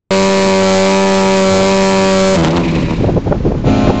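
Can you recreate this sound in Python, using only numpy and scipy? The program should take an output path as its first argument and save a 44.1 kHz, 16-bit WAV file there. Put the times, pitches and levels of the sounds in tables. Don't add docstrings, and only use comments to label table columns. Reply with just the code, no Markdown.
import sys
import numpy as np
from scipy import signal
from scipy.fft import rfft, irfft, next_fast_len
from scipy.io import wavfile
from scipy.ndimage import map_coordinates

SR = 44100
rng = np.random.default_rng(int(sys.argv[2]) if len(sys.argv) > 2 else 0)


def store_wav(level_fs):
    pcm = np.round(np.clip(np.atleast_2d(level_fs), -1, 1) * 32767)
    wavfile.write(sys.argv[1], SR, pcm.T.astype(np.int16))


N = 176400

BLAST_S, GRUNT_S = .1074, 2.335
BAND_LIMIT_HZ = 8400
# (frequency [Hz], relative density [dB])
HISS_COLOUR = [(100, -0.5), (1000, 3), (2600, 4), (4200, 1.5), (8000, -8.5)]


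def foghorn():
    # (time [s], relative level [dB])
    pressure = [(2.33, 1), (2.40, 4), (2.445, -4), (2.475, -3), (2.51, -15), (2.545, -9), (2.58, -2.5),
                (2.63, -22), (2.69, -23.5), (2.77, -15), (2.85, -28.5), (2.91, -14), (2.98, -39),
                (3.1, -64)]
    # (frequency [Hz], gain [dB])
    colour = [(100, -0.5), (200, 0), (400, -1.5), (480, 0), (577, 2), (680, -2.5), (960, 2), (1100, -3),
              (1350, -0.5), (1550, -5), (2000, -3), (3200, -0.5), (4300, 0.5), (6000, -0.5), (8000, 5)]
    drive_db, echo_db, ceiling_db = 7, -15, -9.5
    grunt = ramp(GRUNT_S, .05)
    drive = puffs(grunt) * amp(curve(pressure))
    blast_drive = drive * (1 - grunt)
    horn = bell(blast_drive, drive * grunt) + rasp(blast_drive) + growl() * (1 - grunt)
    horn *= amp(drive_db + .26 * wobble(rate=4.48))
    clipped = flatten(horn + amp(echo_db) * shore_echo(horn), amp(ceiling_db), hardness=11)
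    coloured = filtered(clipped, lambda hz: amp(along(colour, hz)))
    return (coloured + hiss(grunt)) * (clock() > BLAST_S)


def puff_rate():
    # (time [s], puff rate [Hz])
    pace = [(.12, 192), (.26, 193.8), (.45, 192.9), (.52, 191.9), (.76, 190.7), (.88, 193.3), (1.0, 194),
            (1.35, 191.7), (1.56, 191), (1.69, 193.8), (2.22, 190.9), (2.335, 191.5)]
    # (time [s], drop in puff rate [Hz])
    slowing = [(2.335, 0.5), (2.36, 17), (2.40, 27), (2.44, 34), (2.50, 30), (2.55, 14.5), (2.60, 23.5),
               (2.75, 29), (2.95, 31)]
    return curve(pace) - curve(slowing) * ramp(GRUNT_S, .01)


def puffs(grunt):
    stagger_s, scatter_db = .00008, 2
    hz = puff_rate()
    openings = np.cumsum(hz) / SR
    count = np.arange(1, int(openings[-1]))
    at = np.interp(count, openings, np.arange(N))
    i = at.astype(int)
    side = (-1.) ** count
    chance = rng.standard_normal((len(count), 2))
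    uneven = .15 + .44 * grunt[i]
    jitter_s = .00001 + .00017 * grunt[i]
    size = (1 + side * uneven) * amp(scatter_db * chance[:, 0]) * SR / hz[i] / 2
    at = np.clip(at + SR * (jitter_s * chance[:, 1] - side * stagger_s / 2), 0, N - 2)
    i = at.astype(int)
    return np.bincount(i, size * (1 - at + i), N) + np.bincount(i + 1, size * (at - i), N)


def bell(blast_drive, grunt_drive):
    # (frequency [Hz], width [Hz], gain [dB])
    blast_modes = [(201.7, 27, -6.5), (361, 133, -9.5), (602.2, 118, -10.5), (983, 23, -18.5),
                   (1670, 2800, -24)]
    # (frequency [Hz], width [Hz], gain [dB])
    grunt_modes = [(167, 31, -2.5), (247.3, 42, 1), (341.4, 72, -3), (581, 57, -10.5), (1000, 120, -15)]
    rounded = filtered(grunt_drive, lambda hz: 1 / (1 + 1j * hz / 2000))
    return resonate(blast_drive, blast_modes) + amp(-1) * resonate(rounded, grunt_modes)


def rasp(drive):
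    # (frequency [Hz], width [Hz], relative gain [dB])
    modes = [(1984, 490, 1), (2310, 470, -4.5), (3120, 170, -4.5), (4220, 760, -5), (6000, 3350, -3.5)]
    return amp(-18.5) * unit(sum(resonate(drive, [mode]) * amp(wobble(rate=7.47)) for mode in modes))


def growl():
    # (multiple of half the puff rate, level before the drive gain [dB])
    partials = [(1, -27), (3, -29.5), (5, -22.5), (7, -23.5), (8, -20), (9, -22)]
    phase = np.pi * np.cumsum(puff_rate()) / SR
    return sum(amp(db + 2 * wobble(rate=3.105)) * np.sin(k * phase + .5 * wobble(rate=2))
               for k, db in partials)


def shore_echo(x):
    # (frequency [Hz], time to fall 60 dB [s])
    decay = [(100, 2.9), (500, 1.1), (2000, 1.19), (8000, 0.34)]
    hz, t, noise = signal.stft(rng.standard_normal(2 * SR), SR, nperseg=256)
    fade = amp(-60 * t / along(decay, hz)[:, None])
    tail = signal.istft(noise * fade, SR, nperseg=256)[1]
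    return signal.fftconvolve(x, tail / np.linalg.norm(tail))[:N]


def hiss(grunt):
    # (time [s], level [dB])
    level = [(0, -28), (2.3, -30.5), (2.42, -48), (2.445, -40), (2.47, -41), (2.53, -34), (2.57, -33),
             (2.62, -32), (2.93, -35.5), (3.02, -42.5), (3.2, -48.5), (4, -56)]
    flicker_db = (2.2 + 2 * grunt) * wobble(rate=110)
    return amp(curve(level) + flicker_db) * coloured_noise(HISS_COLOUR)


def spits():
    # (time [s], half length [s], level [dB])
    bursts = [(2.446, 0.0048, -19.5), (2.455, 0.01, -21), (2.483, 0.004, -20), (2.571, 0.008, -21)]
    chop_hz, sharpness = 163, 2.2
    phase = 2 * np.pi * chop_hz * clock() + .5 * wobble(rate=80)
    chop = unit(np.exp(sharpness * np.cos(phase)))
    envelope = sum(amp(db) * swell(s, half) for s, half, db in bursts)
    return envelope * chop * coloured_noise(HISS_COLOUR)


def flutter():
    # (time [s], level [dB])
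    level = [(2.55, -47), (2.64, -31), (2.80, -30), (2.94, -32), (3.0, -38), (3.1, -36.5), (3.2, -53)]
    # (frequency [Hz], width [Hz], relative gain [dB])
    modes = [(1700, 340, -3.5), (2430, 360, 4.5), (3050, 450, -3.5), (3860, 530, -4.5)]
    envelope = amp(curve(level) + 3 * wobble(rate=60)) * (clock() > GRUNT_S)
    return envelope * unit(resonate(rng.standard_normal(N), modes))


def chord_horn():
    # (pitch [Hz], relative levels of harmonics 1 to 5 [dB])
    pipes = [(211.2, -17.5, -28, -28.5, -34, -34), (264, -17, -31, -32, -34.5, -34.5),
             (298, -24.5, -27, -34.5, -40, -42), (354.2, -26, -26, -41, -42, -56)]
    # (frequency [Hz], relative level [dB])
    upper = [(1200, -46), (1900, -50), (2500, -42.5), (3000, -50.5), (4200, -50.5), (5500, -65),
             (7200, -61), (7900, -79)]
    # (frequency [Hz], relative density [dB])
    rush = [(300, -1), (1200, -0.5), (2600, 0), (4500, -9), (7000, -10.5), (8000, -37)]
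    start_s, sag_s = 3.64, 3.9
    out = amp(-32.5) * coloured_noise(rush)
    for hz, *low_db in pipes:
        phase = 2 * np.pi * np.cumsum(hz * (1 + .00164 * wobble(rate=44))) / SR
        for k in range(1, int(BAND_LIMIT_HZ / hz)):
            db = low_db[k - 1] if k <= len(low_db) else along(upper, k * hz)
            out += amp(db) * np.sqrt(2) * np.sin(k * phase + rng.uniform(0, 2 * np.pi))
    gain_db = 1 - 3 * ramp(sag_s, .014)
    return out * ramp(start_s, .038) * amp(gain_db)


def wind():
    # (time [s], level [dB])
    strength = [(0, -82), (.1, -72), (.2, -29.5), (.8, -43.5), (1.5, -29.5), (2.3, -30.5), (2.7, -24),
                (3.05, -14.5), (3.23, -19.5), (3.48, -12), (3.59, -19), (3.68, -12.5), (3.9, -13), (4, -18)]
    # (frequency [Hz], relative density [dB])
    rumble = [(15, -10), (35, 0), (130, 0), (300, -8.5), (600, -24.5), (1500, -33), (7000, -49.5),
              (8000, -73)]
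    # (time [s], half length [s], level [dB], treble corner [Hz])
    buffets = [(.46, .03, -24, 350), (1.59, 0.073, -23, 700), (2.772, 0.0082, -16, 455),
               (2.833, 0.0045, -13, 452), (2.905, 0.02, -18, 228), (3.011, .008, -12, 400),
               (3.044, .007, -9.5, 560), (3.091, 0.013, -11.5, 600), (3.135, 0.013, -18, 450),
               (3.175, 0.0084, -7, 510), (3.276, 0.01, -14, 600), (3.315, 0.0033, -7, 547),
               (3.327, 0.003, -6, 910), (3.352, .012, -18, 600), (3.407, 0.0033, -19, 500),
               (3.454, .003, -13.5, 640), (3.467, 0.012, -8.5, 395), (3.501, 0.024, -19.5, 530),
               (3.521, 0.0029, -11, 750), (3.552, 0.0072, -19, 634), (3.645, 0.0032, -13.5, 603),
               (3.675, 0.0092, -8, 450), (3.875, 0.0039, -11, 890), (3.901, 0.0089, -8, 680)]
    low_cut_hz, slope = 150, 3.95
    out = amp(curve(strength) + 2 * wobble(rate=22)) * coloured_noise(rumble)
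    for s, half, db, corner_hz in buffets:
        eddy = filtered(rng.standard_normal(N),
                        lambda f: f / np.hypot(f, low_cut_hz) / np.hypot(1, (f / corner_hz) ** slope))
        envelope = swell(s, half)
        eddy_rms = np.sqrt(np.sum((eddy * envelope) ** 2) / np.sum(envelope ** 2))
        out += amp(db) * envelope * eddy / eddy_rms
    return out


def flatten(x, ceiling, hardness):
    return x / (1 + np.abs(x / ceiling) ** hardness) ** (1 / hardness)


def amp(db):
    return 10 ** (np.asarray(db) / 20)


def unit(x):
    return x / np.sqrt(np.mean(x ** 2) + 1e-20)


def clock():
    return np.arange(N) / SR


def curve(rows):
    return np.interp(clock(), *np.transpose(rows))


def ramp(start_s, length_s):
    return np.clip((clock() - start_s) / length_s, 0, 1)


def swell(peak_s, half_s):
    return np.exp(-.5 * ((clock() - peak_s) / half_s) ** 2)


def along(points, hz):
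    f, v = np.transpose(points)
    return np.interp(np.log(hz + 1), np.log(f + 1), v)


def wobble(rate):
    return map_coordinates(rng.standard_normal(2000), [np.arange(N) * rate / SR + 2], mode="wrap")


def filtered(x, response):
    m = next_fast_len(N + SR // 2)
    return irfft(rfft(x, m) * response(np.fft.rfftfreq(m, 1 / SR)), m)[:N]


def coloured_noise(colour):
    return unit(filtered(rng.standard_normal(N), lambda hz: amp(along(colour, hz))))


def resonate(x, modes):
    return filtered(x, lambda f: sum(
        (-1) ** k * amp(db) * 1j * f * width / (hz * hz - f * f + 1j * f * width)
        for k, (hz, width, db) in enumerate(modes)))


def scene():
    return (foghorn() + spits() + flutter() + wind() + chord_horn())[None]


def record(dry):
    limited = flatten(dry[0], ceiling=1, hardness=8)
    return filtered(limited, lambda hz: np.clip((BAND_LIMIT_HZ - hz) / 1100, 0, 1))[None]


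dry = scene()
out = record(dry)
store_wav(out)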